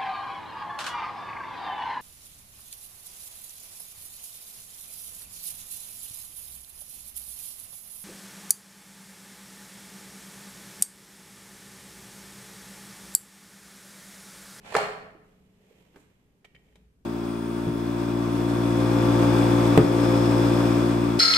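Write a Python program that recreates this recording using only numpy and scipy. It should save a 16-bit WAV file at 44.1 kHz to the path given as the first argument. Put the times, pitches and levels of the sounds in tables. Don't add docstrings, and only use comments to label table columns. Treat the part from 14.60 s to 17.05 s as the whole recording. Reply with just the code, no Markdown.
import sys
import numpy as np
from scipy import signal
from scipy.fft import rfft, irfft, next_fast_len
from scipy.io import wavfile
from scipy.ndimage import map_coordinates

SR = 44100
rng = np.random.default_rng(int(sys.argv[2]) if len(sys.argv) > 2 else 0)


def materialize(psi):
    bounded = np.clip(np.atleast_2d(psi).T, -1, 1)
    quanta = np.round(bounded * 32767).astype(np.int16)
    wavfile.write(sys.argv[1], SR, quanta)


N = 108045

# f/Hz, likeness
ROOM_LIKENESS = [(60, .93), (250, 0.87), (450, .7), (700, .35), (1300, -0.127), (2100, -0.17),
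                 (3500, -0.13), (14000, -0.16)]
CLOSE_LIKENESS = [(300, 0.94), (1200, .8), (3000, 0.35), (14000, 0.013)]


def amp(db):
    return 10 ** (np.asarray(db) / 20)


def unit(x):
    return x / np.sqrt(np.mean(x ** 2) + 1e-20)


def along(points, hz):
    freqs, values = np.transpose(points)
    return np.interp(np.log(hz + 1), np.log(freqs + 1), values)


def level(points):
    return amp(np.interp(np.arange(N) / SR, *np.transpose(points)))


def wobble(per_s):
    values = rng.standard_normal(int(N * per_s / SR) + 4)
    return map_coordinates(values, [np.arange(N) * per_s / SR])


def filtered(x, response):
    size = next_fast_len(N + SR // 2)
    return irfft(rfft(x, size) * response(np.fft.rfftfreq(size, 1 / SR)), size)[..., :N]


def spread(likeness, hz):
    return np.arccos(np.clip(along(likeness, hz), -1, 1)) / 2


def noise(colour, likeness):
    def response(hz):
        angle = spread(likeness, hz)
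        return amp(along(colour, hz)) * [np.cos(angle), np.sin(angle)]
    mid, side = filtered(rng.standard_normal((2, N)), response)
    return np.array([mid + side, mid - side])


def add(track, start_s, sound, pan_db):
    part = track[:, max(round(start_s * SR), 0):][:, :sound.shape[1]]
    part += sound[:, :part.shape[1]] * amp([[pan_db / 2], [-pan_db / 2]])


def rubbing():
    # t/s, level/dB
    slide = [(0, -65.5), (.028, -61), (.058, -47), (.11, -46), (.15, -42), (.19, -62), (.25, -100)]
    rub = [(.55, -100), (.65, -70), (.92, -73.5), (1.05, -67.5), (1.18, -64.5), (1.3, -68), (1.41, -67),
           (1.52, -73), (1.8, -81), (2.05, -72), (2.2, -72), (2.45, -117)]
    scuff = [(1.33, -100), (1.365, -69.5), (1.41, -69.5), (1.46, -80), (1.56, -100)]
    # f/Hz, level/dB
    slide_colour = [(40, -21.5), (100, -4.5), (180, -4), (330, -5), (600, 0.5), (860, 4), (1100, -4.5),
                    (2500, -3), (5000, -17), (8000, -18.5), (14000, -28.5)]
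    rub_colour = [(150, -2), (450, 6.5), (850, -0.5), (1350, -9), (2000, -3.5), (3000, -5), (4800, -17),
                  (8000, -15.5), (10000, -20), (14000, -15.5)]
    scuff_colour = [(300, -18), (1200, -1), (3000, -4), (5500, -7), (7800, 0), (10000, -6), (14000, -6.5)]
    grains_per_s, grain_db = 220, 1.5
    out = np.zeros((2, N))
    for curve, colour in ((slide, slide_colour), (rub, rub_colour), (scuff, scuff_colour)):
        grainy = noise(colour, ROOM_LIKENESS) * amp(grain_db * wobble(grains_per_s))
        out += level(curve) * unit(grainy)
    return out


def room_noise():
    # f/Hz, level/dB
    colour = [(25, -8.5), (60, -2.5), (96, -6), (173, -2), (286, -10.5), (344, -16.5), (390, -8.5),
              (470, -18), (720, -26), (1300, -28), (4000, -36.5), (14000, -39.5)]
    # t/s, level/dB
    loudness = [(0, -58.5), (.7, -62.5), (1.25, -67.5), (1.75, -65), (2.45, -65.5)]
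    return level(loudness) * unit(noise(colour, ROOM_LIKENESS))


def tone(hz, waver_db, drift_rad):
    waver = amp(waver_db * wobble(9))
    phase = 2 * np.pi * hz * np.arange(N) / SR + drift_rad * wobble(6)
    return unit(waver * np.sin(phase))


def hum():
    # f/Hz, level/dB
    notes = [(161.5, -74.5), (188.4, -69.5), (428, -74)]
    # t/s, gain/dB
    swell = [(0, 5.5), (1.22, 0), (1.5, -7.5), (1.8, -16), (2.2, 0.5), (2.45, -19)]
    return level(swell) * sum(amp(db) * tone(hz, waver_db=2.5, drift_rad=.8) for hz, db in notes)


def clack(hz, db):
    life_cycles = 12.66
    cycles = hz * np.arange(SR // 4) / SR
    swell = 1 - np.exp(-cycles ** 2)
    return amp(db - 60 * cycles / life_cycles) * swell * np.sin(2 * np.pi * cycles)


def ringing(notes, samples):
    contact_s, bass_cut_hz = 0.0012, 340
    t = np.arange(samples) / SR
    out = np.zeros((2, samples))
    for hz, db, t60 in notes:
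        skew = rng.choice([-1, 1]) * spread(CLOSE_LIKENESS, hz)
        out += amp(db - 60 * t / t60) * np.sin(2 * np.pi * hz * t + np.array([[skew], [-skew]]))
    bass_cut = signal.butter(4, bass_cut_hz, "high", fs=SR, output="sos")
    return signal.sosfilt(bass_cut, out * (1 - np.exp(-t / contact_s)))


def burst(colour, t60_s):
    fade = amp(-60 * np.arange(SR // 4) / SR / t60_s)
    return unit(noise(colour, CLOSE_LIKENESS))[:, :SR // 4] * fade


def knock():
    # t/s, clack/dB, clack f/Hz, shell/dB, crack/dB, pan/dB
    hits = [(0.1226, -26, 660, -41.5, -45.5, -7.5), (.127, -32, 2420, -44, -45, -3.5),
            (.1428, -20.5, 2100, -35.5, -34.5, -3), (.1445, -21.5, 562, -35, -38.5, -5),
            (0.1507, -2.5, 1270, -25, -32, 4), (0.1519, -14.5, 481.4, -26, -31, 1.5),
            (0.1517, -9, 2100, -30, -35.5, 1), (0.1554, -17, 2550, -42.5, -36, -1),
            (.164, -8, 655, -27.5, -24.5, -1), (0.167, -13, 899, -28, -24, 8.5),
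            (.184, -13.5, 761, -37.5, -44, 0)]
    # f/Hz, level/dB, t60/s
    shell_notes = [(435.7, -7.5, 0.081), (484.3, -3, 0.064), (776.7, -8.5, 0.091), (868, -6.5, 0.046),
                   (1046, -5, 0.059), (1143, -1.5, .04), (1470, -6, 0.023), (1786, 4, .025),
                   (2430, -8, .025), (2830, -11, 0.023), (4440, -16, 0.029)]
    # f/Hz, level/dB
    crack_colour = [(30, -32.5), (75, -14.5), (125, 7.5), (230, 7.5), (340, 0), (450, 7.5), (1500, 5.5),
                    (2700, 2.5), (3500, -3), (4400, 2), (5500, -8), (7900, -5), (10500, -12.5),
                    (14000, -18.5)]
    out = np.zeros((2, N))
    for start_s, clack_db, hz, shell_db, crack_db, pan_db in hits:
        shell = amp(shell_db) * ringing(shell_notes, SR // 4)
        crack = amp(crack_db) * burst(crack_colour, t60_s=0.034)
        add(out, start_s, clack(hz, clack_db) + shell + crack, pan_db)
    return out


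def cavity_notes():
    # t/s, f/Hz, level/dB, t60/s
    notes = [(.1475, 449.7, -15, .09), (.1645, 803.6, -18, .09)]
    out = np.zeros((2, N))
    for start_s, hz, db, t60 in notes:
        add(out, start_s, ringing([(hz, db, t60)], SR // 2), pan_db=0)
    return out


def hollow_air():
    # f/Hz, level/dB
    notes = [(413, -34), (436, -35), (630, -42.5), (672, -39.5), (776, -39), (836, -39), (1152, -39)]
    start_s, lowest_t60_s, lowest_hz = 0.17, 0.79, notes[0][0]
    fading_notes = [(hz, db, lowest_t60_s * np.sqrt(lowest_hz / hz)) for hz, db in notes]
    out = np.zeros((2, N))
    add(out, start_s, ringing(fading_notes, SR * 3 // 2), pan_db=0)
    return out


def seat_bumps():
    # t/s, thud/dB, thud f/Hz, tap/dB, pan/dB
    bumps = [(.548, -39, 345.2, -91, -4), (1.109, -43.5, 459.5, -77, -4), (1.344, -49, 328.6, -57.5, -3),
             (1.3594, -44, 283.7, -44, 0.5), (1.938, -46.5, 161, -74, 1.5)]
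    # f/Hz, level/dB
    tap_colour = [(60, -6.5), (170, -2), (300, 2), (450, 6.5), (750, -7.5), (1100, -5.5), (2200, -13),
                  (4000, -25.5), (8000, -36), (14000, -41)]
    out = np.zeros((2, N))
    for start_s, thud_db, hz, tap_db, pan_db in bumps:
        tap = amp(tap_db) * burst(tap_colour, t60_s=0.071)
        add(out, start_s, clack(hz, thud_db) + tap, pan_db)
    return out


def catches():
    # t/s, ringing/dB, own note/dB, own note f/Hz, snap/dB, pan/dB
    clicks = [(1.845, -63, -47.5, 2020, -64.5, -17.5), (1.8478, -46.5, -38, 2450, -50.5, 5),
              (1.8529, -49.5, -45, 2330, -70, -7), (1.948, -51, -43.5, 2000, -61.5, 6),
              (1.9535, -54, -49.5, 3000, -72.5, -13), (1.962, -51, -47, 1920, -72, 10),
              (2.085, -69.5, -61, 2300, -87.5, 3), (2.126, -70, -54, 1900, -86, 3.5),
              (2.156, -59, -55, 850, -54, 7.5)]
    # f/Hz, level/dB, t60/s
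    catch_notes = [(533.7, -11.5, 0.029), (1890, -6, 0.042), (2277, 3, 0.024), (2776, -1, 0.014),
                   (3070, -2.5, 0.026), (4840, -18.5, 0.026)]
    # f/Hz, level/dB
    snap_colour = [(150, -23), (380, 8.5), (520, 10.5), (850, 5.5), (1400, -3.5), (2300, 0.5), (3400, 3),
                   (4500, -7), (8000, -9), (14000, -20)]
    out = np.zeros((2, N))
    for start_s, ring_db, note_db, hz, snap_db, pan_db in clicks:
        ring = amp(ring_db) * ringing(catch_notes, SR // 4)
        snap = amp(snap_db) * burst(snap_colour, t60_s=0.053)
        add(out, start_s, ring + clack(hz, note_db) + snap, pan_db)
    return out


def drone():
    # t/s, level/dB
    swell = [(1.8, -94), (1.95, -66), (2.03, -75), (2.12, -64.5), (2.27, -59.5), (2.34, -74), (2.45, -72)]
    return level(swell) * tone(hz=57.5, waver_db=0, drift_rad=.4)


def in_room(x, echo_db):
    # f/Hz, level/dB
    colour = [(100, -3), (230, 0), (300, -1), (365, -11.5), (415, -1), (520, -1.5), (800, -2), (1300, -0.5),
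              (2500, 2), (5000, 0), (9000, -2.5), (14000, -0.5)]
    # f/Hz, t60/s
    fade_times = [(100, 1), (400, 0.83), (1000, 0.73), (2500, 0.72), (5000, 0.57), (9000, 0.51),
                  (14000, 0.54)]
    wall_delay_s, build_up_s = 0.0045, 0.0037
    hz, t, bands = signal.stft(noise(colour, ROOM_LIKENESS)[:, :SR * 3 // 2], SR, nperseg=256)
    fade = amp(-60 * t / along(fade_times, hz)[:, None])
    tail = signal.istft(bands * fade, SR, nperseg=256)[1]
    t = np.arange(tail.shape[1]) / SR
    tail *= 1 - np.exp(-np.maximum(t - wall_delay_s, 0) / build_up_s)
    tail *= np.sqrt(2) / np.linalg.norm(tail)
    return x + amp(echo_db) * signal.fftconvolve(x, tail, axes=1)[:, :N]


def scene():
    # f/Hz, pan/dB
    balance = [(100, -2), (400, -2), (680, -2.5), (1250, -3), (2300, -1.5), (4300, -8), (7800, -9.5),
               (14000, 1)]
    stool = in_room(knock(), echo_db=-1.5) + cavity_notes() + hollow_air()
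    stool += in_room(catches(), echo_db=-12.5)
    stool += in_room(rubbing() + seat_bumps(), echo_db=-7.5)
    stool = filtered(stool, lambda hz: amp(along(balance, hz) * np.array([[.5], [-.5]])))
    return stool + hum() + drone() + room_noise()


def record(dry):
    top_hz, edge_hz = 14300, 300
    return filtered(dry, lambda hz: np.clip((top_hz - hz) / edge_hz + .5, 0, 1))


dry = scene()
out = record(dry)
materialize(out)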